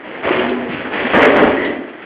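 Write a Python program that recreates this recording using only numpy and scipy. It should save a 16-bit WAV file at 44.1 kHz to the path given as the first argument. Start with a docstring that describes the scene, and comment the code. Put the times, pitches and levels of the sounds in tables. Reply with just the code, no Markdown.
"""Falling masonry, heard through a doorway from a bare room: it gives way, slides, then crashes harder.
Each fall is a shower of tiny impacts, with hard pieces cracking and heavy lumps knocking on top.
Loose panels boom under the rubble, an edge scrapes as the heap settles, and demolition work rumbles
further off. A small narrow-band microphone overloads on the loudest bangs."""
import sys
import numpy as np
from scipy import signal
from scipy.fft import rfft, irfft, next_fast_len
from scipy.io import wavfile

SR = 44100
rng = np.random.default_rng(int(sys.argv[2]) if len(sys.argv) > 2 else 0)


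def int16_out(signal):
    """Quantize to a 16-bit WAV file."""
    q = np.round(np.clip(np.atleast_2d(signal).T, -1, 1) * 32767)
    wavfile.write(sys.argv[1], SR, q.astype(np.int16))


N = 90404

# tone of the distant work: f/Hz, relative level/dB
WORK_EQ = [(25, -43), (60, -30.5), (150, -17.5), (230, -7), (320, -1), (480, -10.5), (620, -7),
           (900, -13.5), (1400, -12), (2000, -10.5), (2700, -22), (3300, -23), (4000, -35), (4800, -32.5)]
# rubble showers: start/s, rise/s, hold/s, t60/s, then level/dB of rumble, body, knock, clatter, grit
RUBBLE_FALLS = [(0.033, 0.023, 0.14, 1, -15.5, -12, -13, -15.5, -13),
                (0.223, 0.025, 0.14, 0.86, 1, 0.5, 1.5, 2, 1.5),
                (0.487, 0.042, 0.18, 0.59, -7, -8.5, -11, -11.5, -14),
                (0.687, 0.011, 0.091, 1, -9, -6, -22, -7, -5),
                (0.781, 0.025, 0.11, .7, -9.5, -10, -8.5, -10.5, -14.5),
                (0.909, 0.036, 0.23, 0.46, -3, -3, -3.5, -1, 1.5),
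                (1.131, 0.0073, 0.13, 0.84, 4, 5.5, 7, 10, 5.5),
                (1.339, 0.023, 0.082, 0.82, 7, 8.5, 6.5, 6.5, 2.5),
                (1.575, 0.046, 0.095, 0.45, -7, 3, -7.5, -13, -9.5),
                (2.015, 0.0045, 0.011, 0.19, -23, -43, -53, -13, -13)]
# centres of those five bands: f/Hz
FALL_BANDS = [120, 300, 650, 1300, 2500]
# tone of broken masonry: f/Hz, relative level/dB
MASONRY_EQ = [(25, -40.5), (45, -27.5), (70, -13), (120, -12.5), (200, -7), (250, 0), (400, 0), (600, -0.5),
              (850, -4), (1300, -8.5), (1850, -5.5), (2500, -10), (3300, -15.5), (4000, -27), (4800, -23)]
# hard pieces cracking: t/s, level/dB, f/Hz
CRACK_HITS = [(.147, -30.5, 1910), (0.271, -17, 1000), (.322, -20.5, 2300), (.386, -22.5, 2450),
              (0.489, -25.5, 3000), (0.735, -29, 2500), (.848, -24, 1500), (.968, -21.5, 1900),
              (1.047, -23, 2000), (1.146, -17, 1500), (1.222, -8.5, 1850), (1.314, -23, 2000),
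              (1.378, -15, 1900), (1.511, -19.5, 1900), (1.645, -26.5, 3200), (1.75, -33, 1800),
              (1.885, -39, 2600)]
# heavy lumps landing: t/s, level/dB, f/Hz
LUMP_HITS = [(.272, -9.5, 538), (.303, -7, 342.5), (.378, -9, 370), (.43, -16.5, 340), (.513, -9.5, 372),
             (.655, -18, 467), (.692, -20.5, 188.6), (.74, -24.5, 158.5), (1.045, -12, 250),
             (1.143, -15, 168.5), (1.141, -10.5, 514.5), (1.162, -7.5, 257), (1.178, -7, 525.4),
             (1.178, -27.5, 69.4), (1.228, -6.5, 587), (1.265, -6, 462), (1.293, -8, 410), (1.325, -9, 608),
             (1.398, -12.5, 286), (1.418, -5, 429), (1.453, -22, 74.8), (1.448, -7.5, 263),
             (1.49, -14, 318), (1.576, -9, 340), (1.71, -18.5, 300), (1.784, -20.5, 262)]
# resonances of two loose panels and a scraping edge: f/Hz, half-width/Hz, relative level/dB
LARGE_PANEL_MODES = [(244.2, 6.3, -2), (381.3, 16, -5)]
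SMALL_PANEL_MODES = [(262.7, 11, -3.2), (416.6, 10, 0), (576.2, 13, 1)]
EDGE_MODES = [(1966, 140, 5.5), (2540, 420, -8.5), (2870, 140, -16.5), (4200, 200, -20.5)]
# when each panel shakes and the edge drags: start/s, rise/s, hold/s, t60/s, level/dB
LARGE_PANEL_SWELLS = [(.34, .06, 0.18, 0.69, -20)]
SMALL_PANEL_SWELLS = [(1.21, 0.068, 0.057, 0.22, -14.5), (1.39, 0.036, 0.023, 0.66, -14.5)]
EDGE_SWELLS = [(1.18, 0.036, 0.024, 0.13, -20), (1.56, 0.018, 0.086, 0.43, -22.5)]
# decay of the bare room: f/Hz, t60/s
ROOM_DECAY = [(100, 0.46), (400, 0.76), (1500, 0.18), (4000, 0.21)]
# microphone's treble roll-off: f/Hz, level/dB
MIC_EQ = [(20, 0), (3250, 0), (3750, -8), (4300, -12), (5000, -18.5)]


def amp(db):
    """Decibels to gain."""
    return 10 ** (np.asarray(db) / 20)


def unit(x):
    """Scales to rms 1."""
    return x / np.sqrt(np.mean(x ** 2) + 1e-20)


def curve_at(points, hz):
    """Reads a curve on a log-frequency axis."""
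    f, value = np.transpose(points)
    return np.interp(np.log(hz + 1), np.log(f + 1), value)


def equalise(x, points):
    """Applies an EQ curve of f/Hz, level/dB."""
    size = next_fast_len(N + 4096)
    gain = amp(curve_at(points, np.fft.rfftfreq(size, 1 / SR)))
    return irfft(rfft(x, size) * gain, size)[:N]


def lowpass(x, hz):
    """Steep high cut."""
    return signal.oaconvolve(x, signal.firwin(401, hz, window=("kaiser", 9), fs=SR), "same")


def envelope(start, rise, hold, t60):
    """Linear attack, hold and exponential release."""
    t = np.arange(N) / SR - start
    return np.clip(t / rise, 0, 1) * amp(-60 * np.maximum(t - rise - hold, 0) / t60)


def swells(rows):
    """Sums a list of swells into one gain curve."""
    return sum(amp(db) * envelope(start, rise, hold, t60) for start, rise, hold, t60, db in rows)


def strike(rise_s, t60_s):
    """Time axis and envelope of one short hit."""
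    t = np.arange(SR // 4) / SR
    return t, np.minimum(t / rise_s, 1) * amp(-60 * np.maximum(t - rise_s, 0) / t60_s)


def add(mix, start, sound):
    """Drops a sound into the mix at its start time."""
    part = mix[max(round(start * SR), 0):][:len(sound)]
    part += sound[:len(part)]


def fragments(per_s=2600, spread_db=3):
    """A rain of clicks of random polarity, most small and a few large."""
    hit = rng.random(N) < per_s / SR
    size = np.minimum(rng.exponential(1, N), 4)
    sign = rng.choice([-1, 1], N)
    return unit(hit * sign * amp(spread_db * size))


def ringing(modes, steadiness):
    """Resonances kept going by a rain of small impacts; steadiness evens out their beating."""
    size = next_fast_len(N)
    hz, out = np.fft.rfftfreq(size, 1 / SR), np.zeros(N)
    drive = rfft(fragments(), size)
    for f, half_width, db in modes:
        ring = np.fft.ifft(drive / (1 + 1j * (hz - f) / half_width) ** 2, size)[:N]
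        beating = abs(ring) + 1e-12
        out += amp(db) * unit(ring.real / beating ** steadiness)
    return unit(out)


def room(x, wet):
    """Adds dense reflections from bare walls, each band dying at its own speed."""
    count, predelay, spacing = 900, 180, 22  # predelay and spacing in samples
    arrivals = predelay + spacing * np.arange(count)
    taps = np.zeros(SR // 2)
    taps[arrivals + rng.integers(0, spacing, count)] = rng.choice([-1., 1.], count)
    hz, t, spectrum = signal.stft(taps, SR, nperseg=256)
    decay = amp(-60 * t / curve_at(ROOM_DECAY, hz)[:, None])
    tail = signal.istft(spectrum * decay, SR, nperseg=256)[1]
    reverb = signal.fftconvolve(x, tail / np.linalg.norm(tail))[:N]
    return (x + wet * reverb) / np.hypot(1, wet)


def distant_work():
    """Far-off impacts blur into a steady bed of rumble and trickle."""
    return amp(-33.5) * unit(equalise(fragments(per_s=3000, spread_db=2), WORK_EQ))


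def rubble():
    """Showers of fragments, each with its own blend of heavy and fine pieces and its own room tail."""
    out = np.zeros(N)
    for start, rise, hold, t60, *band_db in RUBBLE_FALLS:
        shower = unit(equalise(fragments(), MASONRY_EQ))
        shower = equalise(shower, list(zip(FALL_BANDS, band_db)))
        out += room(envelope(start, rise, hold, t60) * shower, wet=0.37)
    return amp(-17) * out


def cracks():
    """Each hard piece snaps with a brief burst of noise in one broad resonance."""
    out = np.zeros(N)
    t, shape = strike(rise_s=0.0071, t60_s=0.11)
    f = np.fft.rfftfreq(len(t), 1 / SR)
    for start, db, hz in CRACK_HITS:
        half_width = 0.25 * hz
        resonance = 1 / (1 + ((f - hz) / half_width) ** 2)
        burst = irfft(rfft(rng.standard_normal(len(t))) * resonance, len(t))
        add(out, start, amp(db) * shape * unit(burst))
    return out


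def lumps():
    """Each heavy lump lands with a short, hollow knock: one fast-dying sine."""
    out = np.zeros(N)
    t, shape = strike(rise_s=0.0072, t60_s=0.072)
    for start, db, hz in LUMP_HITS:
        add(out, start, amp(db) * shape * np.sin(2 * np.pi * (hz * t + rng.random())))
    return out


def panels():
    """Loose panels boom while rubble pours on them, the large one first."""
    large = swells(LARGE_PANEL_SWELLS) * ringing(LARGE_PANEL_MODES, steadiness=0.7)
    small = swells(SMALL_PANEL_SWELLS) * ringing(SMALL_PANEL_MODES, steadiness=0.8)
    return large + small


def scrapes():
    """A hard edge drags twice with a rough squeal."""
    return swells(EDGE_SWELLS) * ringing(EDGE_MODES, steadiness=0.3)


def scene():
    """Mono mix: rubble, hits and scrapes carry the room; the panels and the distant bed stay dry."""
    collapse = rubble() + room(lumps() + cracks() + scrapes(), wet=0.31)
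    return (collapse + panels() + distant_work())[None]


def record(dry):
    """The microphone saturates softly and loses its treble; the highest peaks clip."""
    soft_ceiling, hard_ceiling = 1.4, 0.99
    saturated = soft_ceiling * np.tanh(dry[0] / soft_ceiling)
    narrow = lowpass(equalise(saturated, MIC_EQ), hz=4950)
    clipped = np.clip(narrow, -hard_ceiling, hard_ceiling)
    return lowpass(clipped, hz=16000)[None]


dry = scene()
out = record(dry)
int16_out(out)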